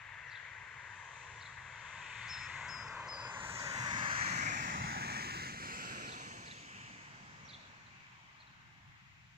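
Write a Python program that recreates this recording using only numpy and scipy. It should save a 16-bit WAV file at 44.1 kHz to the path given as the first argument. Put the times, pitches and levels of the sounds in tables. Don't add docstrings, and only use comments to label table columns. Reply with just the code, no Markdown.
import sys
import numpy as np
from scipy import signal
from scipy.io import wavfile
from scipy.ndimage import uniform_filter1d

SR = 44100
rng = np.random.default_rng(int(sys.argv[2]) if len(sys.argv) > 2 else 0)


def materialize(psi):
    bounded = np.clip(np.atleast_2d(psi).T, -1, 1)
    quanta = np.round(bounded * 32767).astype(np.int16)
    wavfile.write(sys.argv[1], SR, quanta)


N = 413216

FRAME = 2048
NEAREST_S, SPEED_M_PER_S, ROAD_M = 4.63, 18.67, 33.1
BASS_BELOW_HZ = 300
# (frequency [Hz], density [dB per Hz])
CAR_SPECTRUM = [(32, -99), (70, -85), (120, -76), (230, -90), (430, -96), (780, -90), (900, -85.5),
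                (1300, -86.5), (1750, -82), (3000, -92), (4200, -94), (5000, -97), (6700, -99),
                (7900, -108), (8700, -117), (10000, -122), (13900, -132), (15000, -117)]
# (frequency [Hz], gain when nearest [dB], loss over grass and air [dB per m], lift from behind [dB],
#  share of the level curve [ratio], share of the treble curve [ratio])
CAR_PARTS = [(114, 7.5, 0.1, -1.5, 0.34, .01), (255, 19, 0.52, 4, 0.35, .01),
             (560, 11, 0.3355, -5, 0.78, .01), (1030, 13, 0.2831, -4.5, 0.67, 0.073),
             (1920, 10, 0.22, -2, 0.78, 0.23), (3570, 9, 0.37, -1, 0.62, 0.41),
             (7700, 16.5, 0.65, -0.1, 0.27, 0.94), (9400, 17.5, 1.03, 1.5, 0.68, 1)]
# (time [s], level [dB], treble [dB], bass [dB])
WAVER = [(0, 4.5, 14.5, -1), (.6, 2, 8, -1.5), (1.2, -1.5, 10, -1), (1.6, -2.5, 0.7, 1), (2.4, -4, 1, -0.5),
         (2.75, 0, -4.5, 0), (3.05, 1.5, -13.5, -3.5), (3.5, -6, -1, 0.5), (4.2, 1, -1, 2),
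         (4.8, -4, -1.5, 3.5), (5.15, -0.5, -2, -0.5), (5.55, -2, 1.8, -2.5), (6.0, 2.5, 1.5, -2),
         (6.6, -4, 3, -2), (7.4, 1.5, -2, -0.5), (8.101, 4, -1, -3), (8.8, 6, -4, 1.5), (9.37, 1.5, 6, 4.5)]
# (middle time [s], spread in time [s], frequency [Hz], spread in pitch [octaves], gain [dB])
SWELLS = [(2.3, 0.3, 2390, 0.26, 7), (6.8, 0.11, 2670, 0.31, 7), (4.5, 0.17, 2220, 0.14, 5),
          (4.9, 0.8, 45, 0.19, -7), (5.36, 0.41, 400, 0.27, 2.5), (1.65, 0.91, 320, 0.65, -6),
          (3.5, 0.34, 580, 0.13, 6), (3.03, 0.24, 1800, 0.31, -6.5), (0.24, 0.36, 2330, 0.31, 4),
          (6.32, 0.51, 470, 0.24, 9.5), (4.09, 0.23, 1670, 0.29, 3.5), (0.67, 1, 363, 0.53, 12),
          (8.95, 0.42, 500, 0.13, -9), (6.84, 0.35, 690, 0.073, 6), (4.15, 0.23, 410, 0.32, -5),
          (2.29, 0.37, 3850, 0.26, 5.5), (1.1, 0.77, 915, 0.12, 4), (1.27, 0.29, 1380, 0.12, -5),
          (8.1, 1, 186, 0.082, 5.5), (3.55, 0.23, 14300, 0.76, 7), (.9, 1, 5900, 0.19, 4),
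          (5.63, 0.25, 2540, 0.21, 1), (5.85, 0.27, 940, 0.12, -6.5), (4.04, .25, 2070, 0.18, 2),
          (7.6, 0.22, 530, 0.3, 9), (5.55, .3, 66, 0.35, 7), (8.3, 1, 1550, 0.081, 3.5),
          (4.88, 0.13, 800, 0.18, 6), (0.39, .6, 250, 0.17, 2.5), (5.8, 0.076, 4700, 0.094, 3.5),
          (2.99, 0.094, 1000, 0.18, -1.5), (5.56, .04, 3400, 1.8, -3.5), (4.1, 0.084, 2150, 0.33, -1.5),
          (6.1, 0.27, 700, 0.081, 6.5), (2.75, 0.18, 3400, 0.44, -3.5), (0.75, 0.26, 145, 0.22, 3),
          (8.3, 0.75, 1700, 0.27, -5), (4.23, 0.11, 1450, .12, 1), (5.88, .15, 1430, .12, 5),
          (0.48, 0.16, 1850, 0.2, 2.5), (8.04, 0.39, 500, 0.21, -2.5)]
# (time [s], lag [ms], notch [Hz], case echo strength [ratio])
CASE_ECHO = [(0, -.04, 5400, 1.2), (1.8, -.01, 4850, 1.25), (2.6, .03, 4800, 1.25), (3.1, .08, 4150, 1.5),
             (3.8, .215, 3900, 1.9), (4.5, .39, 3800, 1.9), (4.9, .473, 4100, 1.6), (5.1, .485, 4900, .4),
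             (5.22, .48, 6000, .1), (5.35, .47, 7300, .55), (5.75, .425, 6000, .7), (6.0, .4, 5450, 1.3),
             (6.6, .35, 4750, 1.4), (7.3, .3, 4400, 1.3), (8.3, .28, 4600, 1.3), (9.37, .27, 5000, 1.3)]
LEAD_RAD, LEAD_PLACE, LEAD_OCTAVES = .95, .75, .6
# (time [s], lift [Hz], lift [dB], dip below the lift [dB], treble lift [Hz], treble lift [dB],
#  shoulder above the lift [dB])
CASE_LIFTS = [(0, 2090, 9.5, -1, 7430, 17, 7), (2.4, 2280, 10, -0.5, 7500, 13.5, 5),
              (3.5, 2090, 9.5, -0.5, 7040, 8, 3), (4.5, 2270, 10.5, -0.5, 6400, 5, -2.5),
              (5.0, 2140, 8, -1, 6600, 2.5, -3.5), (5.45, 2380, 4.5, 0, 8400, 6.5, 0),
              (5.9, 2670, 10, -17, 8000, 8, -3.5), (6.6, 3040, 7.5, -5.5, 7650, 3.5, -1.5),
              (7.5, 2750, 7, -7.5, 7000, 6, -2), (9.37, 2750, 8.5, -7.5, 7500, 5, 1)]
# (frequency [Hz], share [ratio])
SCATTERED_SHARE = [(30, .2), (120, .015), (500, .07), (1000, .08), (2000, .1), (4000, .14), (7000, .24),
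                   (12000, .3)]
# (time [s], factor [ratio])
SCREENING = [(0, 1.3), (1.8, 1.2), (2.6, .7), (3.3, .7), (3.8, 1), (4.5, 1.2), (5.2, .55), (6.2, .5),
             (6.7, 1), (7.2, 3), (8, 5), (9.37, 6)]
# (time [s], delay [ms], strength left [ratio], strength right [ratio])
BODY_ECHO = [(0, 1.9, 0.037, 0.35), (3.699, 2.01, 0.27, 0.47), (4.3, 1.82, 0, 0.36),
             (4.8, 1.51, 0.27, 0.48), (5.4, 0.98, 0, 0.19), (5.9, 1.7, .0, 0)]

# (time [s], length [s], start pitch [Hz], sag [Hz], sag time [s], climb back [Hz], climb time [s],
#  fade time [s], level [dB rms], left minus right [dB])
WHISTLES = [(2.294, .178, 5305, 90, .103, 60, .012, .108, -46.5, 3),
            (2.695, .205, 5150, 105, .1, 80, .075, .175, -50, 8),
            (3.09, .225, 5110, 195, .07, 90, .15, .17, -47, 4)]
ATTACK_S, HOLD_S, RELEASE_S, ATTACK_DB, FADE_DB, RELEASE_DB = 0.012, 0.03, 0.015, -6, -10.5, -16
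# (time before it [ms], from pitch [Hz], to pitch [Hz], level [dB rms])
STUTTER = [(17, 6900, 6300, -58), (13, 6900, 6100, -53), (13, 4600, 5100, -58), (8, 4700, 5400, -54),
           (7, 6200, 5400, -52), (4, 5600, 4400, -54), (3, 5400, 5100, -51), (2, 4500, 3900, -60)]
# (time [ms], pitch [Hz], relative level [dB])
CHIRRUP_STROKES = [
    [(-34, 5700, -17), (-24, 5950, -15), (-16, 5700, -14), (-10, 5600, -22), (-7, 5550, -9),
     (-5, 5500, -14), (-3, 5500, -6), (0, 5600, -12)],
    [(-1, 3250, -12), (4, 3650, -4), (10, 4050, -3), (16, 4280, -1), (21, 4180, -2), (27, 3700, 0),
     (29, 3800, 0), (32, 4700, -6)],
    [(0, 3800, -14), (4, 4400, -11), (9, 4650, -11), (18, 4830, -8), (24, 4600, -12), (27, 4300, -12),
     (33, 4900, -7)],
    [(31, 4300, -8), (36, 3500, -4), (39, 3200, -8)],
    [(42, 4600, -11), (50, 4750, -14)],
    [(47, 3550, -5), (54, 3900, -2), (63, 4300, -2)],
    [(50, 3300, -5), (58, 3600, 2), (62, 4100, 1), (66, 3450, -1), (71, 3280, 0), (74, 3500, -1),
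     (76, 4150, -5)],
    [(63, 4300, -5), (69, 3900, -11), (76, 4250, -10)],
    [(80, 3900, -12), (84, 3400, -9), (88, 3700, -13)],
]
# (time [s], level [dB rms], pitch factor [ratio], length factor [ratio], left minus right [dB])
CHIRRUPS = [(.302, -59.5, 1.0, 1.0, -1), (1.402, -59, 1.01, 1.0, -1), (2.32, -59.5, 1.01, .98, -2),
            (6.068, -53.5, 1.02, .97, 0), (6.456, -56, 1.02, .99, -2), (7.48, -53.5, 1.0, 1.0, -2)]
# (time [s], start pitch [Hz], end pitch [Hz], length [ms], level [dB rms], left minus right [dB])
CHIPS = [(3.592, 5250, 4400, 15, -52, -3), (3.607, 4000, 3400, 12, -59, -3),
         (4.106, 5200, 3700, 14, -56, -3), (4.286, 5100, 3500, 18, -60, -3),
         (3.495, 7800, 7750, 25, -61, 2), (7.862, 4100, 3600, 18, -69, 1), (8.402, 4450, 3850, 22, -64, 3),
         (8.404, 4750, 4200, 18, -72, 3), (8.472, 4000, 3750, 11, -64, 3), (8.388, 3900, 4450, 12, -69, 3),
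         (2.222, 4600, 4500, 20, -66, -2)]
SHADE_DB_PER_OCTAVE = 14
TREELINE_S, TREELINE_DEPTH_S, TREELINE_DB = .11, .022, -43

# (time [s], pitch [Hz], level [dB rms])
FAR_TONE = [(8.85, 2870, -90), (9.05, 2870, -79), (9.36, 2870, -79)]
# (frequency [Hz], density [dB per Hz])
COUNTRY = [(22, -100), (50, -104), (200, -106), (330, -116), (620, -117), (690, -106), (1500, -104),
           (2200, -107), (3500, -107), (5000, -111), (7400, -113), (8400, -135)]
COUNTRY_ALIKE_BELOW_HZ = 400
# (frequency [Hz], density [dB per Hz])
SELF_NOISE = [(7000, -130), (11000, -131), (13900, -137), (15000, -123)]
CUTOFF_HZ = 15550


def car():
    hz, s, (direct, round_left, round_right) = noise_frames(channels=3)
    level = amp(at_hz(CAR_SPECTRUM, hz) + part_gain_db(hz, s))
    level = level * swells(hz, s) * patches(level.shape, db=1.2)

    path, colour = left_port(hz, s)
    scattered = np.clip(at_hz(SCATTERED_SHARE, hz) * curves(SCREENING, s)[0], 0, .92)
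    direct_gain = np.sqrt(1 - scattered)
    left_scatter_gain = 1.2 * np.sqrt(scattered * (.2 + .8 * abs(path)))
    left = colour * (direct_gain * path * direct + left_scatter_gain * round_left)
    right = direct_gain * direct + np.sqrt(scattered) * round_right
    return to_sound(level * body_echo(hz, s) * np.array([left, right]))


def part_gain_db(hz, s):
    count = len(CAR_PARTS)
    part_hz = np.array(CAR_PARTS)[:, 0]
    place = np.interp(np.log(hz[:, 0]), np.log(part_hz), np.arange(count))
    low = np.minimum(place.astype(int), count - 2)
    share = np.clip(1.17 * (place - low - .5) + .5, 0, 1)[:, None]
    gain_db = parts_db(s)
    return (1 - share) * gain_db[low] + share * gain_db[low + 1]


def parts_db(s):
    hz, near_db, loss, behind_db, level_share, treble_share = np.transpose(CAR_PARTS)[..., None]
    metres, behind = bearing(s)
    level_db, treble_db, bass_db = curves(WAVER, s)
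    waver_db = level_share * level_db + treble_share * treble_db
    waver_db = waver_db + (hz < BASS_BELOW_HZ) * bass_db
    spreading_db = -20 * np.log10(metres / ROAD_M)
    ground_air_db = -loss * (metres - ROAD_M)
    return near_db + spreading_db + ground_air_db + behind_db * behind + waver_db


def bearing(s):
    along = SPEED_M_PER_S * (s - NEAREST_S)
    metres = np.hypot(along, ROAD_M)
    return metres, along / metres


def swells(hz, s):
    total_db = 0
    for at, spread_s, centre_hz, octaves, db in SWELLS:
        in_time = ((s - at) / spread_s) ** 2
        in_pitch = (np.log2(hz / centre_hz) / octaves) ** 2
        total_db = total_db + db * np.exp(-.5 * in_time - .5 * in_pitch)
    return amp(total_db)


def patches(shape, db):
    field = rng.standard_normal(shape)
    field = uniform_filter1d(field, size=13, axis=0)
    field = uniform_filter1d(field, size=15, axis=1)
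    return amp(db * field / field.std())


def left_port(hz, s):
    lag_ms, notch_hz, echo = curves(CASE_ECHO, s)
    lift_hz, lift_db, dip_db, treble_hz, treble_db, shoulder_db = curves(CASE_LIFTS, s)
    turn = np.pi * hz / notch_hz
    echo = echo / (1 + (hz / 8500) ** 6)
    comb = (1 + echo * np.exp(-1j * turn)) / (1 + echo)
    comb = comb * np.exp(.15j * turn)
    off_place = np.log2(hz / notch_hz / LEAD_PLACE) / LEAD_OCTAVES
    comb = comb * np.exp(1j * LEAD_RAD * np.exp(-.5 * off_place ** 2))
    lag = np.exp(-2j * np.pi * hz * lag_ms / 1000)

    colour = resonance(hz, lift_hz, 0.82, lift_db, lead=0.14)
    colour = colour * resonance(hz, lift_hz * 0.61, 0.24, dip_db, lead=0.11)
    colour = colour * resonance(hz, treble_hz, 0.25, treble_db, lead=0.019)
    colour = colour * resonance(hz, 3700, 0.24, shoulder_db, lead=.02)
    return lag * comb, colour


def resonance(hz, centre_hz, octaves, top_db, lead):
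    x = np.log2(hz / centre_hz) / octaves
    shape_db = top_db * np.exp(-.5 * x ** 2)
    return amp(shape_db) * np.exp(-1j * lead * x * shape_db)


def body_echo(hz, s):
    ms, *strengths = curves(BODY_ECHO, s)
    echo = np.exp(-2j * np.pi * hz * ms / 1000) / (1 + (hz / 3200) ** 4)
    return np.array([1 + np.clip(strength, 0, .8) * echo for strength in strengths])


def whistler():
    out = np.zeros((2, N))
    for s, length, hz, sag_hz, sag_s, climb_hz, climb_s, fade_s, db, pan_db in WHISTLES:
        pitch_times = [0, sag_s, sag_s + climb_s]
        level_times = [0, ATTACK_S, ATTACK_S + HOLD_S, fade_s, length - RELEASE_S, length]
        after = np.sort(level_times + pitch_times[1:])
        pitch = hz + np.interp(after, pitch_times, [0, -sag_hz, climb_hz - sag_hz])
        envelope_db = [ATTACK_DB, 0, 0, FADE_DB, FADE_DB, FADE_DB + RELEASE_DB]
        level = db + np.interp(after, level_times, envelope_db)
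        rows = np.transpose([s + after, pitch, level])
        add_stroke(out, rows, pan_db, lag_ms=.02, third_db=-34, flutter_db=1.2, wobble=.002)
        for ms, from_hz, to_hz, tick_db in STUTTER:
            start = s - ms / 1000
            tick = [(start, from_hz, tick_db), (start + .0035, to_hz, tick_db)]
            add_stroke(out, tick, pan_db / 2, lag_ms=.02, flutter_db=3)
    return out


def sparrows():
    out = np.zeros((2, N))
    for s, db, pitch, length, pan_db in CHIRRUPS:
        for stroke in CHIRRUP_STROKES:
            rows = np.array(stroke) * [length / 1000, pitch, 1] + [s, 0, db]
            add_stroke(out, rows, pan_db, lag_ms=.02, flutter_db=3,
                       shade_db=SHADE_DB_PER_OCTAVE, wobble=.017)
    for s, start_hz, end_hz, ms, db, pan_db in CHIPS:
        rows = [(s, start_hz, db), (s + ms / 1000, end_hz, db - 3)]
        add_stroke(out, rows, pan_db, lag_ms=.02, flutter_db=4, wobble=.035)
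    return out


def add_stroke(out, rows, pan_db, lag_ms, third_db=-80, flutter_db=0, shade_db=0, wobble=0):
    s, hz, db = np.transpose(rows)
    t = np.arange(s[0], s[-1], 1 / SR)
    soft_ends = np.clip(np.minimum(t - s[0], s[-1] - t) / .0015, 0, 1)
    knots = np.arange(s[0], s[-1] + .003, .003)
    flutter = np.interp(t, knots, rng.standard_normal(len(knots)))
    wander = np.interp(t, knots, rng.standard_normal(len(knots)))
    pitch = np.interp(t, s, hz) * (1 + wobble * wander)
    phase = 2 * np.pi * np.cumsum(pitch) / SR
    tone = np.sin(phase) + amp(third_db) * np.sin(3 * phase)
    level = amp(np.interp(t, s, db) + flutter_db * flutter)
    tone = np.sqrt(2) * soft_ends * tone * level
    pan_db = pan_db - shade_db * np.log2(pitch / 4000)
    for channel, side in enumerate((1, -1)):
        lag_s = lag_ms / 1000 if side > 0 else 0
        at = round((s[0] + lag_s) * SR)
        out[channel, at:at + len(t)] += tone * amp(side * pan_db / 2)


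def tree_echoes(x, level_db, t60, treeline_db):
    t = np.arange(SR // 3) / SR
    treeline = amp(treeline_db) * np.exp(-.5 * ((t - TREELINE_S) / TREELINE_DEPTH_S) ** 2)
    spray = amp(level_db - 60 * t / t60) * (t > .008)
    tail = rng.standard_normal((2, len(t))) * (spray + treeline)
    return x + signal.fftconvolve(x, tail, axes=1)[:, :N]


def far_tone():
    out = np.zeros((2, N))
    add_stroke(out, FAR_TONE, pan_db=0, lag_ms=.17)
    return out


def country():
    return amp([[-1.0], [0]]) * steady_noise(COUNTRY, COUNTRY_ALIKE_BELOW_HZ)


def microphone_hiss():
    high_pass = signal.butter(4, 6000, "high", fs=SR, output="sos")
    return signal.sosfilt(high_pass, steady_noise(SELF_NOISE, alike_below_hz=1))


def steady_noise(spectrum, alike_below_hz):
    hz, s, (mid, side) = noise_frames(channels=2)
    alike = .85 / (1 + (hz / alike_below_hz) ** 4)
    side_signs = [[[1]], [[-1]]]
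    frames = np.sqrt((1 + alike) / 2) * mid + np.sqrt((1 - alike) / 2) * side * side_signs
    return to_sound(frames * amp(at_hz(spectrum, hz)))


def noise_frames(channels):
    white = rng.standard_normal((channels, N)) * np.sqrt(SR / 2)
    hz, s, frames = signal.stft(white, SR, nperseg=FRAME, noverlap=FRAME * 3 // 4)
    return np.maximum(hz, 1)[:, None], s, frames


def to_sound(frames):
    return signal.istft(frames, SR, nperseg=FRAME, noverlap=FRAME * 3 // 4)[1][..., :N]


def amp(db):
    return 10 ** (np.asarray(db) / 20)


def at_hz(points, hz):
    point_hz, values = np.transpose(points)
    return np.interp(np.log(hz), np.log(point_hz), values)


def curves(rows, s):
    times, *columns = np.transpose(rows)
    return [np.interp(s, times, column) for column in columns]


def scene():
    whistles = tree_echoes(whistler(), level_db=-46, t60=.45, treeline_db=TREELINE_DB - 8)
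    chirps = tree_echoes(sparrows(), level_db=-38, t60=.4, treeline_db=TREELINE_DB)
    return car() + whistles + chirps + far_tone() + country()


def record(dry):
    low_pass = signal.ellip(12, .5, 70, CUTOFF_HZ, fs=SR, output="sos")
    return signal.sosfilt(low_pass, dry + microphone_hiss())


dry = scene()
out = record(dry)
materialize(out)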